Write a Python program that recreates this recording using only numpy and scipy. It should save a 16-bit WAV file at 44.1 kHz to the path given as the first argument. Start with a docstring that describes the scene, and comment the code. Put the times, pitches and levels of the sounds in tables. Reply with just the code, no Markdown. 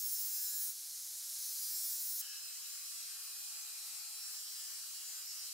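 """In a workshop an angle grinder works on a rusty steel part: first close up in mono, then further off in stereo.
The disc's grit drags the same pattern over the steel once a turn, so it sings on multiples of the disc speed;
the pattern wears and drifts, and some multiples whistle. The motor's fan hisses throughout and, close up, gets
louder as the lifted disc runs up. Sparks rasp, the armature whines and the workshop hums faintly."""
import sys
import numpy as np
from scipy import signal
from scipy.fft import rfft, irfft, next_fast_len
from scipy.io import wavfile
from scipy.ndimage import uniform_filter1d, map_coordinates

SR = 44100
rng = np.random.default_rng(int(sys.argv[2]) if len(sys.argv) > 2 else 0)


def master(y):
    """Save y as 16-bit WAV."""
    cut = np.clip(np.atleast_2d(y).T, -1, 1)
    pcm = np.round(cut * 32767)  # scale
    wavfile.write(sys.argv[1], SR, pcm.astype(np.int16))


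N = 243856

CUT_S = 2.2145  # s, here the listening place jumps from near to far

# how wide the far view is: (frequency [Hz], side minus mid [dB])
WIDTH = [(30, -22), (120, -17), (300, -13), (700, -13), (2400, -2.5), (3500, -4.5), (4400, 2.5),
         (8000, -1.5), (15000, -1)]


def amp(db):
    """Gain of a level in dB."""
    return 10 ** (np.asarray(db) / 20)


def along(points, hz):
    """Read a curve of (Hz, value) points on a log frequency axis."""
    f, v = np.transpose(points)
    return np.interp(np.log(hz + 1), np.log(f + 1), v)


def over_time(points, t):
    """Read a curve of (s, value) points at times t."""
    return np.interp(t, *np.transpose(points))


def drift(t, rate, count):
    """Smooth random curves of spread 1, with rate random points per unit of t."""
    knots = rng.standard_normal((count, 400))
    rows, cols = np.meshgrid(np.arange(count), t * rate, indexing="ij")
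    curve = map_coordinates(knots, [rows, cols], order=3)
    return curve / curve.std()


def filtered(x, response):
    """Scale each frequency of x by a response."""
    m = next_fast_len(N + 8192)  # spare room so the end does not wrap onto the start
    spectrum = rfft(x, m) * response(np.fft.rfftfreq(m, 1 / SR))
    return irfft(spectrum, m)[..., :N]


def leaning(hz):
    """Share of the mid that enters the side to make one ear louder than the other."""
    # balance of the far view: (frequency [Hz], left minus right [dB])
    lean = [(380, -0.5), (1300, 4), (2400, 0), (4300, 2.5), (5400, -2), (6700, 3), (11000, 2), (15000, -1)]
    ratio = amp(along(lean, hz))
    return (ratio - 1) / (ratio + 1)


def hiss(spectrum, patchy_db, side):
    """Noise with random louder and softer patches: a mid at rms 1 and, if wanted, a side part."""
    z = signal.stft(rng.standard_normal((2, N)), nperseg=512)[2]
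    field = rng.standard_normal(z.shape[1:])
    field = uniform_filter1d(uniform_filter1d(field, 5, 0), 10, 1)  # smooth over frequency, then time
    patchy = z * amp(patchy_db * field / field.std())
    pair = signal.istft(patchy, nperseg=512)[1][:, :N]

    def colour(hz):
        return amp(along(spectrum, hz)) * [np.ones_like(hz), side * amp(along(WIDTH, hz))]

    out = filtered(pair, colour)
    out[1] += side * filtered(out[0], leaning)
    return out / out[0].std()


def controls(t):
    """How the work goes at times t: disc speed, grit level, grit treble and fan level."""
    # the disc sags under load and runs up while lifted: (time [s], speed [turns per s])
    speed_points = [(0.0, 212.3), (0.24, 211.3), (0.54, 208.9), (0.75, 208.9), (0.94, 221.7), (1.04, 226.9),
                    (1.14, 229.9), (1.28, 233.8), (1.38, 233.2), (1.48, 231.1), (1.98, 216.3),
                    (2.214, 212.4), (2.215, 239.0), (2.37, 235.3), (2.61, 231.3), (3.09, 225.9),
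                    (3.21, 225.3), (3.37, 225.5), (3.66, 222.5), (4.09, 222.4), (4.44, 219.5),
                    (4.89, 221.3), (5.13, 219.7), (5.33, 221.0), (5.53, 220.5)]
    # the disc on the steel, before bite and pushes: (lands [s], lifts [s], grit level [dB], grit treble [dB])
    passes = [(-1, 0.7, -43, 1), (1.13, 2.3, -42, 0.5), (CUT_S, 6, -51, -1.4)]
    # the hand leans harder or eases for a moment: (time [s], extra grit [dB])
    pushes = [(0.01, 0.5), (0.44, 0), (1.92, 1), (2.05, -1.3), (2.3, 1), (2.7, 1.5), (2.97, 3.5),
              (3.2, 1.5), (3.5, 2), (3.92, 1.5), (4.3, 3), (4.7, 2.5), (5.13, 2), (5.49, 3)]
    push_s, push_dulls = 0.089, 0.97  # half length of a push in s; dB of treble lost per dB of push
    bite_db, bite_s = 15.5, 0.15  # at a landing the grit starts this many dB low, then bites within this time
    dull_db, brighten_s = 13.5, 0.3  # and the treble starts this many dB low, then opens
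    lift_db_per_s, lifted_db = 400, -72  # fall at a lift, and the level left in the air
    fan_near_db, fan_far_db = -45.07, -50.57  # fan level at the mean speed close up, and further off
    fan_db_per_turn = 0.06  # rise close up per turn per s

    speed = over_time(speed_points, t)
    grit_db, treble_db = np.zeros((2, len(t)))
    push_db = sum(db * np.exp(-((t - s) / push_s) ** 2) for s, db in pushes)
    for lands, lifts, level_db, bright_db in passes:
        # the far view opens with the disc already cutting
        since = np.abs(t - lands) if lands != CUT_S else np.inf
        bite = bite_db * np.exp(-since / bite_s)
        lift = lift_db_per_s * np.maximum(t - lifts, 0)
        level = np.maximum(level_db + push_db - bite - lift, lifted_db)
        treble = bright_db - push_dulls * push_db - dull_db * np.exp(-since / brighten_s)
        grit_db = np.where(t > lands, level, grit_db)
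        treble_db = np.where(t > lands, treble, treble_db)
    fan_near = fan_near_db + fan_db_per_turn * (speed - speed.mean())
    fan_db = np.where(t > CUT_S, fan_far_db, fan_near)
    return speed, grit_db, treble_db, fan_db


def hum(t):
    """Faint low tones of the workshop, wavering in level, the same on both sides."""
    # middle level of each tone: (frequency [Hz], level [dB])
    tones = [(75.4, -108.5), (150.7, -108)]
    sway_db = 3.6 * drift(t, 22, count=len(tones))
    total = 0
    for (hz, db), sway in zip(tones, sway_db):
        total = total + np.sqrt(2) * amp(db + sway) * np.sin(2 * np.pi * hz * t)
    return total * [[1], [0]]


def fan(t, fan_db):
    """The motor's fan stirs the air into hiss, coloured differently near and far."""
    # colour of the fan and air noise, only its shape counts: (frequency [Hz], relative level [dB per Hz])
    near_colour = [(25, -41), (120, -40.5), (300, -34), (750, -27.5), (1400, -19), (2800, -16.5),
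                   (3200, -12.5), (3750, -9.5), (3900, -3.5), (4300, -2.5), (4650, -3.5), (5200, 0),
                   (7000, 0.5), (8000, -2.5), (10000, 0.5), (13000, -3), (16000, -7)]
    far_colour = [(25, -41), (120, -40), (300, -29), (750, -22.5), (1000, -19.5), (1300, -10), (2050, -13),
                  (2350, -11), (2600, -8), (3350, -7.5), (3680, -14), (3880, -1), (6400, -3.5), (7300, 1),
                  (9500, -3), (13000, -7), (16000, -23)]
    distant = hiss(far_colour, patchy_db=1.8, side=0.85)
    close = hiss(near_colour, patchy_db=0.5, side=0)
    return amp(fan_db) * np.where(t > CUT_S, distant, close)


def whine(t, turns):
    """The armature turns faster than the disc and whines; its brushes make level and phase uneven."""
    # middle level of the whine: (time [s], level [dB])
    level_points = [(0, -85), (.6, -88), (.8, -85), (1, -86), (1.9, -86.5), (2.2, -88), (2.3, -88),
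                    (3.1, -86), (3.5, -81), (4.2, -83.5), (4.6, -87.5), (5.53, -84.5)]
    gear = 3.705  # motor turns per disc turn
    sway_db, slip_rad = 2.1, 0.55  # unevenness of level in dB and of phase in radians
    sway, slip = drift(t, 9, count=2)
    level = np.sqrt(2) * amp(over_time(level_points, t) + sway_db * sway)
    tone = level * np.exp(1j * (2 * np.pi * gear * turns + slip_rad * slip))
    return np.array([tone.real, 0.39 * (t > CUT_S) * tone.imag])


def sparks(t, grit_db):
    """Sparks under load rasp as bright noise that follows the grit level."""
    far = t > CUT_S
    colour = [(3000, -40), (6000, -8), (11000, -2), (16000, 0)]  # (Hz, relative dB)
    rasp = hiss(colour, patchy_db=2.5, side=1) * [np.ones(N), far]
    return rasp * amp(grit_db - np.where(far, 12, 8))


def steel_boom(t):
    """The steel part booms for a moment as the far view opens: noise in two bands that fades away."""
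    # (Hz, relative dB)
    colour = [(1200, -42), (1450, -2), (1750, 1), (2100, -29), (2700, 3.5), (3100, 7.0), (3500, -37)]
    level = (t > CUT_S) * amp(-63.5 - 99 * (t - CUT_S - 0.08) ** 2)
    return level * hiss(colour, patchy_db=2.0, side=1)


def grit(turns, wear_near=7, wear_far=6.54, count=75, size=1024, frame_rate=200):
    """One turn's pattern of grit, slowly wearing, is read out at the disc's angle so it sings on multiples."""
    # strength of a multiple at its pitch: (frequency [Hz], level relative to the grit level [dB])
    near_strength = [(420, -53.5), (800, -50), (1200, -40), (3400, -33.5), (4000, -26), (5000, -16),
                     (8000, -17.5), (10500, -16), (16000, -10.5)]
    far_strength = [(420, -46.5), (900, -45), (1200, -32.5), (2200, -29.5), (2600, -33), (4000, -18.5),
                    (5000, -15.5), (8000, -17), (10500, -18.5), (16000, -16)]
    # resonances and dull spots of the steel act on a multiple passing through:
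    # (centre [Hz], half width [Hz], near lift [dB], far lift [dB])
    steel = [(1110, 53, 1, 2.5), (1370, 80, 1, -1), (1480, 60, 2.5, 3), (1690, 90, -1, 2),
             (2110, 250, 1, -2.5), (2530, 90, 1.5, 1.5), (3500, 200, 0, -2), (3740, 110, 0, -2.5),
             (4640, 460, -3.5, -7), (4900, 85, -0.5, 4.5), (5760, 120, -3, 0.5), (6570, 200, -3.5, -5.5),
             (7100, 160, 2, 1.5), (9200, 110, 1.3, -2.5), (10800, 200, 2, 0), (11300, 190, -3, -1),
             (12500, 140, -1, 2), (14700, 200, 0, 1), (15400, 210, 1, -3.5)]
    # clearest whistles, each holding steady on one multiple, before the common trim and the sway:
    # (start [s], end [s], multiple of the disc speed [count], level [dB])
    whistles = [(0.0, 0.29, 7, -75.2), (0.0, 0.33, 26, -56.5), (0.0, 0.6, 24, -62.5), (0.4, 0.58, 27, -60),
                (0.0, 0.3, 71, -50.0), (0, 0.42, 29, -58), (0.0, 0.7, 8, -72.7), (0.0, 0.24, 25, -56.5),
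                (0.32, 0.53, 25, -55.5), (0.53, 0.7, 25, -60.5), (0.0, 0.7, 31, -58.0),
                (0.0, 0.71, 74, -47.5), (0.11, 0.41, 35, -55.4), (0.12, 0.7, 4, -84.5),
                (0.26, 0.61, 36, -54.9), (0.29, 0.7, 19, -64.8), (0.3, 0.7, 32, -57.0),
                (0.33, 0.69, 71, -49.8), (0.34, 0.51, 59, -53.0), (0.37, 0.61, 67, -53.2),
                (0.38, 0.7, 7, -76.3), (0.44, 0.7, 51, -55.5), (0.45, 0.72, 29, -57), (0.52, 0.74, 26, -60),
                (1.35, 1.53, 17, -65.0), (1.35, 1.55, 19, -59.3), (1.37, 1.58, 28, -56.9),
                (1.38, 1.52, 23, -57.5), (1.38, 1.53, 26, -57), (1.5, 1.72, 30, -60), (1.58, 1.72, 24, -60),
                (1.42, 1.62, 55, -56.4), (1.46, 1.72, 22, -56.5), (1.53, 2.19, 7, -75.5),
                (1.54, 2.19, 5, -78.5), (1.55, 1.85, 19, -64.0), (1.57, 1.82, 26, -58),
                (1.86, 2.02, 26, -57.5), (1.78, 2.12, 27, -60.5), (1.62, 1.92, 6, -76.0),
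                (1.65, 1.97, 8, -73.5), (1.68, 1.83, 25, -54), (1.83, 2.02, 25, -57.5),
                (1.69, 1.95, 42, -55.0), (1.8, 2.2, 24, -60), (1.74, 1.9, 22, -60), (1.7, 1.93, 23, -58.5),
                (1.83, 2.11, 69, -50.0), (1.85, 2.19, 71, -52.0), (1.9, 2.2, 30, -58.0),
                (1.95, 2.19, 43, -55.0), (2.07, 2.21, 26, -57), (2.23, 2.43, 7, -72.5),
                (2.22, 2.38, 23, -59.5), (2.23, 2.58, 11, -67.7), (2.23, 2.55, 22, -60.5),
                (2.55, 3.02, 22, -63.5), (2.6, 2.78, 23, -66.5), (2.88, 3.3, 26, -65.5),
                (2.61, 2.81, 38, -62.2), (2.62, 3.4, 5, -79.5), (2.63, 2.95, 11, -72.8),
                (2.75, 3.04, 48, -64.2), (2.8, 3.13, 23, -62), (2.83, 3.23, 56, -63.2),
                (2.85, 3.2, 34, -60.8), (2.9, 3.13, 25, -59.5), (2.89, 3.14, 17, -67.7),
                (2.89, 3.17, 12, -72.6), (3.01, 3.38, 42, -61.4), (3.05, 3.35, 66, -66.9),
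                (3.06, 4.26, 11, -70.1), (3.14, 3.54, 22, -60.3), (3.48, 3.72, 28, -64),
                (3.21, 3.46, 52, -64.4), (3.24, 3.49, 58, -63.5), (3.25, 3.6, 48, -62.4),
                (3.34, 3.6, 33, -60.1), (3.39, 3.61, 18, -67.7), (3.39, 3.61, 61, -62.3),
                (3.44, 4.24, 5, -79.5), (3.45, 4.34, 12, -73.4), (3.47, 4.22, 6, -77.3),
                (3.51, 3.81, 34, -59.7), (3.55, 3.78, 49, -62.8), (3.58, 3.81, 60, -62.3),
                (3.65, 4.18, 18, -69.2), (3.74, 4.04, 25, -60.7), (3.8, 5.5, 4, -86.0),
                (3.83, 4.7, 41, -61.8), (3.88, 4.46, 34, -58.3), (3.96, 4.33, 22, -62.9),
                (4.06, 4.26, 44, -61.1), (4.12, 4.47, 56, -62.5), (4.16, 4.78, 25, -58.3),
                (4.78, 5.07, 25, -62), (5.3, 5.52, 27, -63), (4.28, 4.74, 69, -62.9),
                (4.34, 4.78, 15, -69.8), (4.93, 5.22, 15, -71), (4.35, 4.63, 52, -64.1),
                (4.35, 4.65, 14, -72), (4.38, 4.61, 43, -62.7), (4.42, 4.68, 23, -62.6),
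                (4.49, 4.79, 34, -60.9), (4.53, 5.1, 22, -63.3), (4.57, 5.23, 13, -71),
                (4.62, 5.02, 28, -62.6), (4.62, 5.1, 5, -81.5), (4.79, 5.0, 14, -70.3),
                (4.81, 5.07, 49, -63.7), (4.91, 5.18, 34, -60.3), (4.99, 5.23, 31, -59.4),
                (5.05, 5.31, 63, -61.8), (5.07, 5.51, 23, -60.0), (5.15, 5.5, 22, -62),
                (5.2, 5.46, 25, -59.1), (5.23, 5.49, 13, -71.1), (5.26, 5.51, 12, -70.7),
                (5.3, 5.51, 43, -63.9)]
    # the disc is out of balance and hums once a turn: (time [s], level [dB])
    unbalance = [(0, -90), (.74, -92.5), (.82, -101), (1.08, -99), (1.46, -91.5), (1.67, -94), (1.82, -103),
                 (2.21, -89), (2.25, -101), (4.4, -98.5), (5.53, -99.5)]
    whistle_db, whistle_sway_db = -0.5, 1.5  # trim of all whistles; how far they swell and fade
    whistle_chatter = 0.75  # a whistle flutters this much of what the rest does

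    # moments at which the pattern is drawn, frame_rate a second
    t = (np.arange(N * frame_rate // SR + 2) - 0.1) / frame_rate
    since_start = t - t[0]
    speed, grit_db, treble_db, _ = controls(t)
    far = t > CUT_S
    hz = np.arange(1, count + 1)[:, None] * speed

    # level of each multiple in dB
    level = grit_db + np.where(far, along(far_strength, hz), along(near_strength, hz))
    level = level + treble_db * np.clip((hz - 9500) / 3000, 0, 1)
    shape = 0
    for centre, width, near_db, far_db in steel:
        shape = shape + np.where(far, far_db, near_db) / (1 + ((hz - centre) / width) ** 2)
    level = level + shape

    # each multiple swells, fades and slips in phase as grains break away
    wear = np.cumsum(np.where(far, wear_far, wear_near)) / frame_rate + 3 * far  # skips ahead at the far view
    swell = drift(wear, 0.98, count=2 * count)
    slip = drift(wear, 0.99, count=2 * count)
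    spread_db = np.where(far, 3.0, 2.4)
    start_phase = 2 * np.pi * rng.random((2 * count, 1))
    pattern = amp(1.0 + spread_db * swell) * np.exp(1j * (0.91 * slip + start_phase))
    mid, side = np.split(pattern, 2)
    mid = mid * amp(level)
    side = side * amp(level + along(WIDTH, hz)) * far

    # a whistle takes the place of its multiple in the mid and strengthens it in the side
    sung = np.zeros_like(mid)
    for start, end, multiple, db in whistles:
        row = round(multiple) - 1
        hold = np.clip(np.minimum(t - start, end - t) / 0.1 + 0.4, 0, 1)
        hold = hold * (far == (start > CUT_S))  # stays within its own view
        sung[row] += hold * np.sqrt(2) * amp(db + whistle_db) * np.exp(1j * start_phase[row])
        mid[row] = mid[row] * (1 - hold)
        side[row] = side[row] * (1 + 0.58 * hold)

    # the disc chatters on the rust: quick flutter, stronger on the high multiples
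    depth = np.where(far, 0.36, 0.45) * np.clip(hz / 6000, 0.45, 1.35)
    chatter = depth * (drift(since_start, 30, count=count) + 1j * drift(since_start, 30, count=count))
    flutter = (1 + chatter) / np.sqrt(1 + 2 * depth ** 2)
    whistle_sway = amp(whistle_sway_db * drift(since_start, 7, count=count))
    mid = mid * flutter + sung * (1 + whistle_chatter * chatter) * whistle_sway
    side = side * flutter + far * leaning(hz) * mid

    # the first multiple is the hum of the unbalance
    mid[0] = np.sqrt(2) * amp(over_time(unbalance, t))
    side[0] = 0.3j * far * mid[0]

    out = []
    moment = (np.arange(N) / SR - t[0]) * frame_rate
    for part in (mid, side):
        # turn the strengths of the multiples into the shape of one turn
        padded = np.pad(part, ((1, size // 2 - count), (0, 0)))
        table = irfft(padded, size, axis=0) * size / 2
        table = np.vstack([table, table[:1]])  # the turn closes on itself
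        out.append(map_coordinates(table, [turns % 1 * size, moment], order=1))
    return np.array(out)


def scene():
    """Add the mid and side of all sources and turn them into left and right."""
    t = np.arange(N) / SR
    speed, grit_db, _, fan_db = controls(t)
    speed = speed + 0.1 * drift(t, 9, count=1)[0]  # turns per s: the hand's pressure is never quite even
    turns = np.cumsum(speed) / SR
    background = hum(t) + fan(t, fan_db) + whine(t, turns)
    mid, side = background + sparks(t, grit_db) + steel_boom(t) + grit(turns)
    return np.array([mid + side, mid - side])


def record(dry):
    """Cut off everything above a band limit, then add a trace of circuit noise, the same on both sides."""
    top_hz = 15760
    return filtered(dry, lambda hz: hz < top_hz) + amp(-103) * rng.standard_normal(N)


dry = scene()
out = record(dry)
master(out)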